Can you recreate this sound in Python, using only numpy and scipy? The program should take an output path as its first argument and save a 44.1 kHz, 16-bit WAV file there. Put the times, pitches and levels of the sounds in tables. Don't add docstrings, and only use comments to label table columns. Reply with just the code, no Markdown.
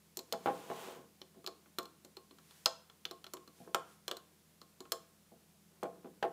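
import sys
import numpy as np
from scipy import signal
from scipy.fft import rfft, irfft, next_fast_len
from scipy.io import wavfile
from scipy.ndimage import uniform_filter1d

SR = 44100
rng = np.random.default_rng(int(sys.argv[2]) if len(sys.argv) > 2 else 0)


def unload_wav(signal):
    wavfile.write(
        sys.argv[1],
        SR,
        np.round(np.clip(np.atleast_2d(signal).T, -1, 1) * 32767).astype(np.int16),
    )


N = 278712
NOW = np.arange(N) / SR
RING = np.arange(SR // 3) / SR

# pitch_hz, level_db, ring_s
BODY_MODES = [(298.6, -4.5, 0.2), (360, -2, 0.057), (375, -5, 0.13), (430, -3.5, 0.059), (469.3, -5, 0.11),
              (498.3, -3, 0.12), (612, -7.5, 0.11), (668.4, -3.5, 0.197), (774, 4, 0.036)]
# pitch_hz, level_db, ring_s
RIB_MODES = [(780.3, -10, 0.094), (821, -9.5, 0.09), (958, -2.5, 0.017), (1057.5, -3.5, 0.032),
             (1069.3, -6.5, 0.11), (1159.5, -6, 0.04), (1306, -2, 0.026), (1412, -2, 0.031),
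             (1537, -17, 0.08), (1579, 0, 0.027), (1800, -7.5, 0.079)]


def from_db(db):
    return 10 ** (np.asarray(db) / 20)


def rms_one(x):
    return x / np.sqrt(np.mean(x ** 2) + 1e-20)


def unit_blow(x):
    return x / np.sqrt(2 * uniform_filter1d(x ** 2, size=88).max() + 1e-20)


def at_hz(points, hz):
    pitches, values = np.transpose(points)
    return np.interp(np.log(np.maximum(hz, 1)), np.log(pitches), values)


def coloured(x, spectrum):
    size = next_fast_len(len(x))
    gains = from_db(at_hz(spectrum, np.fft.rfftfreq(size, 1 / SR)))
    return rms_one(irfft(rfft(x, size) * gains, size)[:len(x)])


def noise(spectrum, size):
    return coloured(rng.standard_normal(size), spectrum)


def dying(ring_s):
    return from_db(-60 * RING / max(ring_s, 1e-3))


def add(out, start_s, sound):
    start = max(round(start_s * SR), 0)
    out[start:start + len(sound)] += sound[:max(N - start, 0)]


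def struck(modes, favoured_hz, focus_db, damping=1):
    hz, db, ring_s = np.transpose(modes)
    db = db - focus_db * np.abs(np.log2(hz / favoured_hz)) + rng.standard_normal(len(hz))
    hz = hz * (1 + 0.0074 * rng.standard_normal(len(hz)))
    strengths = from_db(db) * rng.choice([-1, 1], len(hz))
    tones = (strength * np.sin(2 * np.pi * pitch * RING) * dying(seconds / damping)
             for strength, pitch, seconds in zip(strengths, hz, ring_s))
    return unit_blow(sum(tones))


def burst(spectrum, ring_s):
    return unit_blow(noise(spectrum, len(RING)) * dying(ring_s))


def slips(per_s, spread_db):
    moments = rng.random(N) < per_s / SR
    return moments * from_db(spread_db * rng.standard_normal(N)) * rng.choice([-1, 1], N)


def swells(strokes, lag_s=0):
    return sum(from_db(db) * .5 ** ((2 * (NOW - middle_s - lag_s) / length_s) ** 2)
               for middle_s, length_s, db in strokes)


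def friction(jolts, favoured_hz, rib_db):
    body = struck(BODY_MODES, favoured_hz, focus_db=16)
    ribs = from_db(rib_db) * struck(RIB_MODES, favoured_hz, focus_db=8)
    return rms_one(signal.fftconvolve(jolts, body + ribs)[:N])


def hiss_and_hum():
    # pitch_hz, level_db
    hiss_spectrum = [(15, -83.5), (25, -30.5), (53, -18.5), (69, -37), (129, -15), (144, -9.5), (160, -8.5),
                     (215, -11.5), (274, -17), (1270, -25), (1850, -26), (4150, -26.5), (4750, -26.5),
                     (10600, -27), (15500, -29.5)]
    # pitch_hz, waver_hz, level_db
    hum_tones = [(81.2, 2.4, -80.5), (163.3, 6.5, -76), (206, 3.2, -77)]
    hiss = noise(hiss_spectrum, N)
    above_hum = signal.sosfilt(signal.butter(2, 300, "high", fs=SR, output="sos"), hiss)
    out = from_db(-69.5) * hiss / np.std(above_hum)
    for hz, waver_hz, db in hum_tones:
        waver = noise([(1, 0), (waver_hz, -3), (waver_hz * 4, -30), (400, -90)], N)
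        out += from_db(db) * rms_one(np.sin(2 * np.pi * hz * NOW + 0.46 * waver))
    return out


def clicks():
    # start_s, level_db, pitch_hz, loom_db, rib_db, crack_db
    # loom_db and crack_db turn those parts up against the pin; rib_db tips the loom from body to ribs
    snaps = [(0.171, -35, 4600, -18.5, -13, 0.5), (0.1909, -33, 4130, -15, -13, -11),
             (0.3244, -26, 3640, -13, -13, -11), (1.2161, -38.5, 3260, -14, -9.5, -33),
             (1.4431, -54.5, 3320, -2, -4, -3), (1.4636, -31.5, 4330, -24, -1, -15.5),
             (1.4739, -31.5, 4400, -15, -3, -14), (1.6592, -67.5, 2860, 3.5, 1, -9),
             (1.7854, -28.5, 3830, -8.5, -3, -7), (1.8295, -50.5, 4290, -9.5, -5, -4),
             (1.8552, -46, 4150, -11, -4.5, -10), (2.0479, -46, 3860, -9.5, -10, -5.5),
             (2.1686, -41, 4160, -11.5, -7.5, -13.5), (2.3099, -51.5, 3750, -7.5, -6.5, -22),
             (2.385, -53.5, 4030, -9, 3.5, -11.5), (2.5092, -49.5, 3200, -18, 11, -23),
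             (2.6587, -12, 5010, -20.5, 3, -17.5), (2.8983, -48.5, 3300, -17.5, 5.5, -30),
             (3.053, -25.5, 3200, -25.5, 5.5, -30), (3.111, -36.5, 4350, -9.5, -6, -13),
             (3.242, -43, 3200, -15.5, 6.5, -12), (3.266, -40, 3530, -17.5, 2.5, -23),
             (3.3361, -40, 4800, -6, -6, 2), (3.369, -48, 3100, -5, -8.5, -12),
             (3.476, -49, 4130, -10.5, -3.5, -13), (3.746, -23, 2650, -6.5, 5, -7),
             (4.08, -28.5, 3540, -15, 4.5, -7.5), (4.1128, -28.5, 3250, -13, -0.5, -14.5),
             (4.1687, -39.5, 4170, -16, 3, -8), (4.6158, -45, 4060, -13, 1, -11),
             (4.805, -43, 4630, -8.5, -12, -5.5), (4.8536, -63.5, 3310, 2.5, 4.5, -10),
             (4.92, -21.5, 4500, -17.5, -4, -7), (5.832, -47, 3610, -14, 4.5, -1.5),
             (6.227, -34, 2840, -11, 19, -22)]
    # pitch_hz, level_db, ring_s
    pin_modes = [(2550, 4, 0.0051), (2586, -43, 0.0201), (2987, -5.5, 0.034), (3150, -4, 0.027),
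                 (3430, -3, 0.035), (4167, 3, 0.03), (4344, -5, 0.051), (5090, -10.5, 0.0028),
                 (5170, -0.5, 0.029), (5760, 3.5, 0.0095), (6300, -15, 0.014), (7350, -28.5, 0.021)]
    # pitch_hz, level_db
    pin_crowd = [(1200, -23), (2100, -15), (3200, -1), (4300, -4), (5500, -2.5), (6200, -8.5), (7400, -12),
                 (8500, -23.5), (12000, -15.5)]
    # pitch_hz, level_db
    crack_spectrum = [(1500, -17), (3500, -21.5), (7000, 7), (8500, 0), (11000, -3.5), (14000, 3.5),
                      (16000, -15)]
    # pitch_hz, level_db
    rib_crowd = [(300, -11), (750, 2), (1350, -2), (1800, -7), (3000, -7), (8000, -44)]
    usual_snap_db, db_per_octave = -40, 45
    letting_go = 1 - np.exp(-RING / 0.00016)
    out = np.zeros(N)
    for start_s, db, pin_hz, loom_db, rib_db, crack_db in snaps:
        body_hz = 375.2 * 2 ** ((db - usual_snap_db) / db_per_octave)
        rib_hz = 1220 * 2 ** (rib_db / db_per_octave)
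        pin = struck(pin_modes, pin_hz, focus_db=28, damping=1.8)
        pin += from_db(-4) * burst(pin_crowd, ring_s=0.018)
        crack = 1.7 * burst(crack_spectrum, ring_s=0.02)
        ribs = 2.03 * struck(RIB_MODES, rib_hz, focus_db=32, damping=0.62)
        ribs += from_db(4) * burst(rib_crowd, ring_s=0.052)
        body = 1.54 * struck(BODY_MODES, body_hz, focus_db=17.5, damping=1.35)
        loom = from_db(rib_db / 2) * ribs + from_db(-rib_db / 2) * body
        click = pin + from_db(crack_db) * crack + from_db(loom_db) * loom
        add(out, start_s, from_db(db) * click * letting_go)
    return out


def foot_tap(body_hz, hardness_db):
    # pitch_hz, level_db
    rattle_spectrum = [(200, 0), (600, -1), (1500, 14), (2200, 11.5), (3500, 5.5), (6000, -11),
                       (15000, -11)]
    body = struck(BODY_MODES, body_hz, focus_db=10.5, damping=1.4)
    ribs = struck(RIB_MODES, favoured_hz=765, focus_db=15)
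    rattle = from_db(-12.5) * burst(rattle_spectrum, ring_s=0.068)
    return body + from_db(hardness_db) * (ribs + rattle)


def knocks():
    # start_s, level_db, pitch_hz, hardness_db, tap_count
    landings = [(0.336, -29.5, 760, -2, 1), (0.459, -23, 470, -0.5, 5), (0.7, -30.5, 660, -2.5, 2),
                (0.985, -48, 430, -19, 1), (1.368, -52, 315, -18, 2), (3.602, -51.5, 680, -33, 2),
                (5.319, -51.5, 457, -19, 1), (5.8289, -29.5, 566, -4, 3), (6.046, -39.5, 366, -8.5, 3),
                (6.226, -28.5, 510, -1.5, 3)]
    # pitch_hz, level_db, ring_s
    table_modes = [(142, -13.5, 0.35), (178.5, -8, 0.34), (237.7, -10.5, 0.23)]
    gap_s, weaker_db, softer_db = 0.0125, 1.55, 2
    out = np.zeros(N)
    for start_s, db, body_hz, hardness_db, tap_count in landings:
        thud_db = db - 16.5 - 0.68 * hardness_db
        add(out, start_s, from_db(thud_db) * struck(table_modes, favoured_hz=190, focus_db=11))
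        for k in range(round(tap_count)):
            uneven = min(k, 1) * rng.uniform(-.2, 0.193)
            tap = foot_tap(body_hz, hardness_db - softer_db * k)
            add(out, start_s + gap_s * (k + uneven), from_db(db - weaker_db * k) * tap)
    return out


def fingers():
    # middle_s, length_s, level_db
    grips = [(0.39, 0.28, -68), (1.42, 0.14, -66.5), (3.65, 0.18, -68), (4.8, 0.2, -78),
             (5.97, 0.21, -64.5)]
    holding = from_db(-83)
    rubbing = friction(slips(per_s=150, spread_db=6), favoured_hz=369, rib_db=-5)
    return (holding + swells(grips)) * rubbing


def shoves():
    # middle_s, length_s, level_db
    pushes = [(0.55, 0.22, -58), (0.83, 0.22, -51.5)]
    # pitch_hz, level_db
    grit_spectrum = [(400, -8.5), (900, 2.5), (1500, -4), (2100, -7), (3200, -5.5), (4700, -13),
                     (7000, -12.5), (10000, -16.5), (15500, -16.5)]
    judder = friction(slips(per_s=820, spread_db=-0.5), favoured_hz=490, rib_db=-7.5)
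    grit = coloured(slips(per_s=6100, spread_db=2.5), grit_spectrum)
    return from_db(-0.5) * swells(pushes, lag_s=0.04) * judder + swells(pushes) * grit


def sleeve():
    # middle_s, length_s, level_db
    brushes = [(0.6, 0.5, -64.5), (2.56, 0.24, -66), (3.61, 0.14, -68), (3.91, 0.1, -68)]
    cloth = noise([(300, -15), (1500, 0.5), (6000, -0.5), (11000, -1.5), (15000, -7.5)], N)
    return swells(brushes) * cloth


def room(x, tail_db, early_db):
    # pitch_hz, ring_s
    echo_times = [(200, 0.8), (530, 0.2451), (1400, 0.53), (4000, 0.3748), (8000, 0.3), (15000, 0.4)]
    # pitch_hz, level_db
    echo_spectrum = [(150, 2), (500, 7.5), (1300, -1), (2300, -7), (4500, -5), (8000, -2), (15000, -14.5)]
    t = np.arange(SR * 3 // 4) / SR
    hz = np.fft.rfftfreq(len(t), 1 / SR)
    white = rfft(rng.standard_normal(len(t))) / np.sqrt(SR)
    early = from_db(early_db) * np.exp(-t / 0.0098)
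    echo = 0
    for centre_hz in 125 * 2. ** np.arange(8):
        octave = np.maximum(1 - np.abs(np.log2(np.maximum(hz, 1) / centre_hz)), 0)
        band = irfft(white * octave, len(t)) * from_db(at_hz(echo_spectrum, centre_hz))
        late = from_db(tail_db - 60 * t / at_hz(echo_times, centre_hz))
        echo = echo + band * (late + early)
    arrival = np.clip((t - .003) / 0.0015, 0, 1)
    return x + signal.fftconvolve(x, echo * arrival)[:N]


def scene():
    loom = from_db(-2) * clicks() + from_db(-1.5) * knocks() + shoves() + fingers() + sleeve()
    bass_cut = signal.butter(3, 130, "high", fs=SR, output="sos")
    in_room = room(signal.sosfilt(bass_cut, loom), tail_db=5.0, early_db=10.5)
    return (in_room + hiss_and_hum())[None]


def record(dry):
    bass_cut = signal.butter(2, 45, "high", fs=SR, output="sos")
    treble_cut = signal.ellip(10, .1, 80, 15500, fs=SR, output="sos")
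    return signal.sosfilt(treble_cut, signal.sosfilt(bass_cut, dry))


dry = scene()
out = record(dry)
unload_wav(out)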